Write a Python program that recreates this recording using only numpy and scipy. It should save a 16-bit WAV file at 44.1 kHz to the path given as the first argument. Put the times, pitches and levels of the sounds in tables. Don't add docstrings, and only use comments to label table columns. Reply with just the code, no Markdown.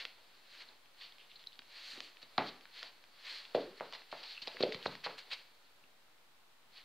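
import sys
import numpy as np
from scipy import signal
from scipy.fft import rfft, irfft
from scipy.io import wavfile
from scipy.ndimage import uniform_filter1d

SR = 44100
rng = np.random.default_rng(int(sys.argv[2]) if len(sys.argv) > 2 else 0)


def generate_wav(sig):
    pcm = np.round(np.clip(np.atleast_2d(sig).T, -1, 1) * 32767).astype(np.int16)
    wavfile.write(sys.argv[1], SR, pcm)


def boost_factor(decibels):
    exponent = np.asarray(decibels, float) / 20
    return 10 ** exponent


N = 301644

# (frequency [Hz], density [dB per Hz])
RASP_COLOUR = [(150, -53.5), (250, -35), (284, -3.5), (317, -30), (518, -4), (833, -10), (1070, -6.5),
               (1450, -10), (1780, -6.5), (3750, -5.5), (4250, -.5), (4650, -4.5), (5100, -13.5),
               (5840, -22), (11000, -59.5), (14300, -54), (22000, -120)]
# (frequency [Hz], density [dB per Hz])
SHEEN_COLOUR = [(3500, -30), (5800, 0), (8000, -7), (10000, -14), (15500, -22)]


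def level(x, db):
    return x * boost_factor(db) / np.sqrt(np.mean(x ** 2))


def colour(x, table):
    size = 2 ** 12
    hz, db = np.transpose(table)
    gain_db = np.interp(np.log(np.fft.rfftfreq(size, 1 / SR) + 1), np.log(hz), db)
    cepstrum = irfft(gain_db * np.log(10) / 20)
    cepstrum[1:size // 2] *= 2
    cepstrum[size // 2 + 1:] = 0
    return signal.fftconvolve(x, irfft(np.exp(rfft(cepstrum))))[:len(x)]


def band(x, hz, width, order=1):
    edges = np.clip(hz * 2 ** (np.array([-width, width]) / 2), 20, SR / 2.2)
    return signal.sosfilt(signal.butter(order, edges, "band", fs=SR, output="sos"), x)


def add(out, s, x):
    i = max(int(s * SR), 0)
    out[i:i + len(x)] += x[:N - i]


def fibres(spread_db, share):
    snaps = boost_factor(spread_db * rng.exponential(size=N))
    return level((share + snaps) * rng.standard_normal(N), 0)


def flicker(rate):
    k = int(SR / rate)
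    return uniform_filter1d(np.repeat(rng.standard_normal(N // k + 1), k), k)[:N]


def knock(hz, cycles, sag=0.):
    cycles = max(cycles, .4)
    u = np.arange(SR // 12) * hz / (SR * cycles)
    v = np.e * u
    swell = (v * np.exp(1 - v)) ** 2
    turns = cycles * (u - sag * (u - 1 / np.e) ** 2 / (1 + u))
    return swell * np.cos(2 * np.pi * (turns - cycles / np.e) + 1.94), cycles / (np.e * hz)


def drag():
    rasp_gain, rub_gain, sheen_gain = strokes()
    patches = 0
    for hz in 1600 * 2 ** np.arange(0, 2.1, .4):
        patches = patches + band(fibres(2.6, 1.5), hz, .5) * boost_factor(1.6 * flicker(45))
    rasp = level(colour(patches, RASP_COLOUR), 0)
    rub = level(band(fibres(2.7, 3.0), 715, 1.96, order=2), 0) * boost_factor(2.0 * flicker(30))
    sheen = level(colour(fibres(1.5, 1.5), SHEEN_COLOUR), 0)
    return rasp_gain * rasp + boost_factor(3.5) * rub_gain * rub + sheen_gain * sheen


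def strokes():
    # (time [s], rasp level [dB])
    stir = [(0, -52.5), (.16, -66.5), (.44, -69), (.69, -63.5), (.8, -74), (.95, -74), (1.1, -67.5),
            (1.45, -72), (1.66, -71.5), (2.3, -65), (2.6, -68), (3.08, -70), (3.5, -61), (3.73, -67),
            (5.28, -63.5), (5.46, -67.5), (5.6, -73), (6.4, -91)]
    # (time of full speed [s], rasp level [dB], speeding up [s], slowing down [s], sheen [dB re rasp])
    pulls = [(0, -43.5, .02, 0.046, -27), (.55, -55.5, 0.076, 0.056, -20), (.62, -51, 0.045, 0.028, -24),
             (1.01, -58.5, .04, 0.11, -27), (1.78, -53.5, 0.1, 0.15, -24), (1.92, -49.5, 0.16, 0.12, -16.5),
             (2.05, -55, 0.083, 0.069, -16), (2.78, -51, 0.055, 0.13, -22),
             (2.86, -55.5, 0.092, 0.054, -28), (3.21, -61, 0.069, .06, -29), (3.275, -49, 0.042, 0.07, -23),
             (3.33, -47, 0.091, 0.13, -20.5), (3.78, -59, 0.031, 0.06, -19), (3.92, -63, 0.042, 0.081, -27),
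             (3.99, -57, 0.075, 0.066, -26), (4.18, -54, 0.073, 0.067, -24), (4.3, -53.5, 0.088, 0.15, -21),
             (4.46, -56.5, 0.049, .06, -20), (4.53, -53, 0.086, 0.11, -25), (4.85, -52, 0.046, 0.065, -19),
             (5.2, -55.5, 0.038, 0.041, -23), (5.38, -56.5, 0.064, 0.061, -20),
             (6.78, -56, 0.057, 0.06, -31)]
    # (time [s], rasp level [dB], slowing down [s], weight [dB re rasp])
    settles = [
        (1.97, -69, 0.11, 2),
        (2.421, -52, 0.15, -2.5),
        (3.58, -55, 0.15, -3),
        (3.85, -60, .07, -3),
        (4.22, -60, 0.076, -4),
        (4.61, -50.5, 0.25, -10),
        (4.77, -58.5, 0.07, -4),
        (4.92, -52.5, 0.072, -10),
        (5.1, -54.5, 0.077, -5),
    ]
    rows = [(s, db, up, down, -23, sheen_db) for s, db, up, down, sheen_db in pulls]
    rows += [(s, db, 0.033, down, rub_db, -26) for s, db, down, rub_db in settles]
    t = np.arange(N) / SR
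    stir_re_rasp_db = np.array([[0], [-12], [-31]])
    power = boost_factor(np.interp(t, *np.transpose(stir)) + stir_re_rasp_db) ** 2
    end_drop_db, roundness = -13, 1.48
    for s, db, up, down, rub_db, sheen_db in rows:
        near = slice(max(int((s - 2 * up) * SR), 0), int((s + 2 * down) * SR))
        away = np.abs(t[near] - s) / np.where(t[near] < s, up, down)
        stroke_db = db + end_drop_db * away ** roundness
        power[:, near] += boost_factor(stroke_db + np.array([[0], [rub_db], [sheen_db]])) ** 2
    return np.sqrt(power)


def squeaks():
    # (time [s], peak level [dB], pitch [Hz], length [cycles])
    slips = [(4.353, -47, 2650, 7), (4.3675, -45, 2700, 9), (4.3765, -43, 2600, 7), (4.3788, -38, 2700, 10),
             (4.385, -48, 2680, 10), (4.396, -49, 2750, 12), (3.938, -35, 4100, 3), (3.9515, -42, 1950, 6),
             (5.0445, -33, 4300, 6), (5.057, -33, 4000, 12), (4.7232, -32, 2200, 3.5),
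             (4.8608, -24, 1900, 1.2), (4.8675, -32, 4200, 8), (4.8705, -32, 3900, 6)]
    out = np.zeros(N)
    for s, db, hz, cycles in slips:
        ring, lead = knock(hz, cycles)
        add(out, s - lead, boost_factor(db) * ring)
    return out


def thuds():
    # (time [s], peak level [dB], knock [Hz], length [cycles], room share [dB])
    drops = [(.69, -54.5, 810, 1.2, -2.5), (1.593, -57, 298, 2.3, -17), (1.935, -59, 282, 1.4, -7),
             (1.979, -47.5, 332, 2.6, -13), (2.233, -55, 350, 0.66, -10), (2.3812, -23, 1280, 3, -11),
             (2.3838, -20.5, 830, 3.8, -14), (2.385, -39, 480, 2, 1), (2.384, -33.5, 258, 1.2, -12.5),
             (2.8325, -54.5, 810, 2.1, 1), (3.5504, -17.5, 570, 2.77, -10.5), (3.555, -45, 90, 1.5, -12),
             (3.927, -43, 980, 1.5, -0.5), (4.425, -54, 180, 0.57, -15), (4.548, -47, 520, 2.5, -6.5),
             (4.6071, -26, 470, 1.9, -12), (4.6365, -17.5, 515, 2.9, -15), (4.75, -40, 168, 1.4, -18),
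             (4.864, -39.5, 167, 1.3, -6.5), (5.841, -64, 306.5, 0.97, -14)]
    near, far = np.zeros(N), np.zeros(N)
    for s, db, hz, cycles, room_db in drops:
        push_db = min(-9.5 - 22 * np.log2(hz / 500) - (cycles - 2), -5.5)
        ring, lead = knock(hz, cycles, sag=0.21)
        push = boost_factor(push_db) * knock(250, 0.72)[0]
        skin = boost_factor(-15.5) * knock(1560, 1.67)[0]
        add(near, s - lead, boost_factor(db) * (ring + push + skin))
        add(far, s - lead, boost_factor(db + room_db) * (ring + 0.98 * push + skin))
    return near, far


def slaps():
    # (time [s], peak level [dB], knock [Hz], fall [s], room share [dB])
    blows = [
        (2.3834, -24, 850, .0006, -12),
        (3.8088, -27.5, 463, 0.0016, -13),
        (4.1279, -31.5, 546, .0018, -13),
        (4.4755, -36.5, 580, 0.0025, -11),
        (4.8611, -21, 410, 0.0014, -19.5),
        (5.0637, -31, 466, 0.0019, -10.5),
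        (5.0699, -28, 710, 0.0012, -16.5),
        (5.0878, -39, 460, 0.00098, -15),
    ]
    near, far = np.zeros(N), np.zeros(N)
    lead = 0.00051
    boards = knock(313, 0.74)[0]
    for s, db, hz, fall, room_db in blows:
        pad = slap(hz, fall)
        add(near, s - lead, boost_factor(db) * (pad + boost_factor(-12.5) * boards))
        add(far, s - lead, boost_factor(db + room_db) * (pad + boost_factor(-9.5) * boards))
    return near, far


def slap(hz, fall):
    edge_hz, drop_s, rise_s = 2200, 0.00052, 0.00014
    t = np.arange(SR // 12) / SR
    turns = hz * t + (edge_hz - hz) * drop_s * (1 - np.exp(-t / drop_s))
    shape = (1 - np.exp(-t / rise_s)) ** 2 * np.exp(-t / max(fall, .0004))
    return -shape / shape.max() * np.sin(2 * np.pi * turns)


def ticks():
    # (time [s], peak level [dB], ring [Hz], length [cycles])
    claw_rings = [(.6888, -46, 4160, 6.9), (1.3162, -42.5, 3240, 3.6), (1.4724, -33.5, 4060, 9.3),
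                  (1.471, -38, 4760, 8.9), (1.479, -59, 4020, 8), (1.592, -39, 4150, 7),
                  (4.4736, -29, 4500, 6.1), (1.5224, -48, 3250, 3.9), (1.5305, -44, 3740, 3.2),
                  (1.5559, -46, 3860, 3), (2.38, -18, 4080, 4.6), (2.8283, -42, 1530, 5.8),
                  (3.2535, -38, 4240, 2.8), (4.48, -28.5, 4060, 3.8), (4.6292, -21.5, 4300, 11),
                  (4.8279, -35, 3460, 4.3)]
    # (time [s], peak level [dB], ring [Hz], length [cycles])
    claw_taps = [(0.0525, -23, 3220, 1.72), (.9465, -52, 3690, 2.3), (1.184, -44.5, 3250, 2.4),
                 (1.4282, -47, 3900, 2.5), (1.44, -42, 3600, 2.5), (1.5914, -35.5, 3700, 2.5),
                 (1.5938, -46, 2580, 4.4), (1.5945, -47, 1500, 2.2), (1.62, -42, 2820, 1.3),
                 (1.9753, -40, 2600, 2.4), (2.0047, -24.5, 3600, 1.5), (2.1703, -41, 2880, 1.8),
                 (2.61, -41, 3650, 2), (3.04, -40.5, 2960, 1.1), (3.5485, -43, 3370, 2.1),
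                 (3.8003, -34, 2210, 1.5), (3.9255, -31, 3370, 1.2), (3.9346, -30.5, 3200, 1.6),
                 (4.0197, -39.5, 2550, 1.2), (4.474, -29, 2970, 3.8), (4.5696, -31.5, 1980, 1.6),
                 (4.6357, -23.5, 3180, 2.4), (4.7232, -29, 3600, 1.6), (4.8607, -27, 3400, 1.5),
                 (5.077, -36, 2400, 2), (5.0515, -33, 2820, 2.5)]
    # (time [s], peak level [dB], ring [Hz], length [cycles], broad crack [dB re ring])
    snaps = [(0.8588, -47.5, 3120, 2, -7), (1.1233, -42.5, 3780, 4.2, -9), (1.465, -47, 3500, 3.3, -6),
             (2.2291, -39.5, 4100, 5.7, -0.5), (2.3818, -37, 2300, 4.4, 0), (2.6552, -41, 1870, 1.6, 0),
             (2.83, -28, 4100, 1.9, 0), (3.4527, -36, 3320, 2.5, -11), (4.3787, -50, 1300, 3, -6),
             (4.6088, -29.5, 3570, 1.5, 2.5), (4.6265, -23, 3770, 4.8, -5), (4.6282, -30, 3580, 4, -7),
             (4.7459, -28, 3800, 2, 0), (4.8576, -27, 2100, 1.5, -3), (4.9534, -33.5, 2980, 1.1, 1.5),
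             (5.8397, -54, 2690, 8.9, 0)]
    rows = [(*row, -18) for row in claw_rings]
    rows += [(*row, -8) for row in claw_taps]
    rows += [tuple(row) for row in snaps]
    out = np.zeros(N)
    crack = colour(knock(3320, 0.93)[0] + 0.42 * knock(1820, 0.95)[0], RASP_COLOUR)
    crack = crack / np.abs(crack).max()
    for s, db, hz, cycles, crack_db in rows:
        ring, lead = knock(hz, cycles)
        bounce_s = .0005 + 0.001165 * rng.random()
        for lag, share in ((0, 1), (bounce_s, .4)):
            add(out, s + lag - lead, share * boost_factor(db) * ring)
            add(out, s + lag - .0003, share * boost_factor(db + crack_db) * crack)
    return out


def scuffs():
    # (time [s], peak level [dB], centre [Hz], spread [octaves], hold [s])
    brushes = [
        (1.012, -42.5, 3430, 1.55, 0.026),
        (1.196, -52, 2860, .38, 0.021),
        (1.298, -54.5, 3100, .8, 0.024),
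        (1.357, -49, 4080, 0.21, 0.0044),
        (1.394, -52, 3560, 1.1, 0.013),
        (1.53, -57, 3780, 1, .011),
        (3.603, -48, 4100, 1.2, 0.015),
        (4.258, -46, 4440, 0.73, 0.042),
        (5.039, -38, 1900, 0.73, 0.015),
        (5.646, -60, 4020, 1.0, .008),
    ]
    # (time [s], peak level [dB], centre [Hz], spread [octaves], hold [s])
    wipes = [(2.219, -45.5, 3500, 2.5, 0.014), (2.465, -38, 4200, 1.15, 0.026),
             (3.548, -33, 2400, 1.5, 0.011), (3.938, -40, 3430, 1.6, 0.02), (4.116, -40, 3420, 2.2, 0.0063),
             (4.232, -39, 4200, 1.1, 0.0084), (4.309, -48, 4190, 0.7, .012), (4.42, -35, 4260, 1.3, .008),
             (4.472, -38, 3500, 1.8, 0.0093), (4.606, -37.5, 3780, 2.3, .009),
             (4.628, -35, 3830, 1.3, .012), (4.725, -36.5, 3600, 1.5, 0.006),
             (4.745, -41, 3230, 0.68, .007), (4.865, -38, 4270, .92, 0.004), (5.043, -34, 3600, 1.6, 0.018),
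             (5.181, -36, 3100, 3.3, 0.01), (5.304, -41, 3000, 1.5, 0.0057),
             (5.317, -31.5, 2640, 1.9, 0.021), (5.329, -38.5, 3700, 1.8, .002)]
    # (time [s], peak level [dB], centre [Hz], fall [s])
    skids = [
        (2.38, -28.5, 2100, 0.03),
        (3.81, -42, 1190, .033),
        (4.129, -40.5, 1590, 0.021),
    ]
    rows = [(*row, 1.67 * row[-1]) for row in brushes]
    rows += [(*row, 0.009) for row in wipes]
    rows += [(s, db, hz, 0.48, 0.0035, fall) for s, db, hz, fall in skids]
    out, t = np.zeros(N), np.arange(SR // 5) / SR
    rasp = level(colour(fibres(2.0, 1.2), RASP_COLOUR), -9)
    sheen = level(colour(rng.standard_normal(N), SHEEN_COLOUR), -39.5)
    for s, db, hz, width, hold, fall in rows:
        hold, fall, width = max(hold, .001), max(fall, .002), max(width, .15)
        rise = .002 + .35 * hold
        shape = np.minimum(t / rise, 1) ** 2 * np.exp(-np.maximum(t - rise - hold, 0) / fall)
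        i = int((s - rise) * SR)
        wipe = band(rasp[i:i + len(t)], hz, width) / np.sqrt(width / 2)
        add(out, s - rise, boost_factor(db) * shape * (wipe + width * sheen[i:i + len(t)]))
    return out


def returns():
    # (time [s], peak level [dB], knock [Hz], length [cycles])
    echoes = [(2.4015, -29, 760, 2.5), (2.4085, -31, 650, 2), (2.413, -34, 1150, 4), (2.4, -40, 300, 3),
              (2.429, -40, 520, 3), (2.421, -33, 830, 5.6), (2.444, -46, 700, 2.5), (3.566, -31, 516, 2.8),
              (3.577, -30.5, 630, 3.8), (3.585, -28, 400, 4), (3.605, -37, 280, 7), (3.568, -37, 290, 5),
              (3.6, -37, 650, 7), (3.63, -37, 500, 9), (3.643, -45, 290, 5), (3.665, -43, 600, 6),
              (3.66, -56, 85, 3), (3.71, -57, 190, 5), (3.78, -59, 390, 10), (3.621, -35, 460, 3.9),
              (3.609, -42, 680, 4), (3.679, -46.5, 350, 12), (3.73, -51, 397, 12), (3.814, -38, 560, 1.6),
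              (3.82, -40, 700, 1.6), (3.829, -41, 620, 4), (3.838, -46, 950, 5.4), (4.138, -39, 780, 1.4),
              (4.153, -42, 700, 3.6), (4.172, -44, 700, 2.2), (4.4795, -34, 540, 2), (4.623, -36, 410, 4),
              (4.6525, -27.5, 410, 3.5), (4.661, -34, 560, 2.3), (4.67, -30, 570, 5),
              (4.683, -37, 480, 2.4), (4.689, -34.5, 260, 1.6), (4.705, -37, 544, 4.5),
              (4.718, -41, 520, 5), (4.7245, -38, 620, 2), (4.738, -40, 450, 2), (4.765, -44, 500, 2),
              (4.881, -34, 550, 2.7), (4.894, -38, 850, 2), (4.932, -44, 563, 4.7), (5.0762, -36, 705, 1.7),
              (5.097, -40, 622, 3), (4.862, -36, 200, 2), (5.33, -63, 140, 3), (4.135, -44, 420, 4)]
    out = np.zeros(N)
    for s, db, hz, cycles in echoes:
        ring, lead = knock(hz, cycles)
        add(out, s - lead, boost_factor(db - 3.5) * ring)
    return out


def room(x):
    # (frequency [Hz], T60 [s])
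    room_decay = [(120, 0.39), (300, 0.48), (700, 0.27), (2000, 0.4), (5000, 0.14)]
    # (frequency [Hz], level [dB], T60 [s])
    board_modes = [(279, -8.5, 0.51), (380.5, -2, 0.233), (436, -4.5, 0.42), (498.4, -1.5, 0.24),
                   (650, 2.5, 0.12)]
    t, tail = np.arange(int(.6 * SR)) / SR, 0
    hz, t60 = np.transpose(room_decay)
    for f in 90 * 2 ** np.arange(0, 7, .5):
        echoes = band(rng.standard_normal(len(t)), f, 0.45, order=2)
        echoes = echoes / np.sqrt(uniform_filter1d(echoes ** 2, int(6 * SR / f)) + 1e-9)
        tail = tail + np.sqrt(f) * echoes * boost_factor(-60 * t / np.interp(np.log(f), np.log(hz), t60))
    ringing = sum(boost_factor(db - 60 * t / decay) * np.sin(2 * np.pi * f * t) for f, db, decay in board_modes)
    tail = level(tail, 0) + level(ringing, -19.5)
    tail = tail * np.clip((t - .003) / 0.00026, 0, 1)
    return signal.fftconvolve(x, tail / np.sqrt(np.sum(tail ** 2)))[:N]


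def still_air():
    # (frequency [Hz], density [dB per Hz])
    air_colour = [(18, -45), (30, 22), (144, -1), (164, 0.5), (197, -2.5), (307, 0.5), (350, -3), (467, 1),
                  (575, 0.5), (830, 2), (1050, 1), (1510, -1), (15500, -34.5)]
    return level(colour(rng.standard_normal(N), air_colour), -70.5)


def scene():
    thud_near, thud_far = thuds()
    slap_near, slap_far = slaps()
    mic_fade = signal.butter(2, 5600, fs=SR, output="sos")
    light = signal.sosfilt(mic_fade, ticks() + squeaks()) + scuffs()
    direct = thud_near + slap_near + returns() + light + drag()
    reflected = room(boost_factor(2.5) * (thud_far + slap_far) + boost_factor(-15.5) * light)
    mono = direct + reflected + still_air()
    return np.array([mono, mono])


def low_pass(x):
    return signal.sosfilt(signal.butter(12, 15720, fs=SR, output="sos"), x)


def record(dry):
    # (frequency [Hz], density [dB per Hz])
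    hiss_colour = [(18, -53.5), (30, -14), (277, -9.5), (315, -11), (359, -4.5), (492, -9), (561, -4.5),
                   (1550, -4), (4090, -4.5), (5890, -13), (13000, -17), (15500, -15.5)]
    x = signal.sosfilt(signal.butter(3, 120, "high", fs=SR, output="sos"), dry)
    power = uniform_filter1d(band(x[0], 3500, 1.5) ** 2, SR // 20)
    busy_db = uniform_filter1d(10 * np.log10(power + 1e-9), SR // 8) + 65
    grit = level(band(rng.standard_normal(N), 13200, 0.46), -89)
    grit = grit * boost_factor(0.48 * busy_db)
    hiss = np.array([level(colour(rng.standard_normal(N), hiss_colour), -67) for _ in range(2)])
    hiss = hiss * boost_factor(0.091 * busy_db)
    whine = level(band(rng.standard_normal(N), 14350, 0.04), -97)
    top_edge = signal.ellip(12, .1, 60, 15720, fs=SR, output="sos")
    mix = signal.sosfilt(top_edge, x + hiss + grit + whine) - .0005
    return low_pass(mix)


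dry = scene()
out = record(dry)
generate_wav(out)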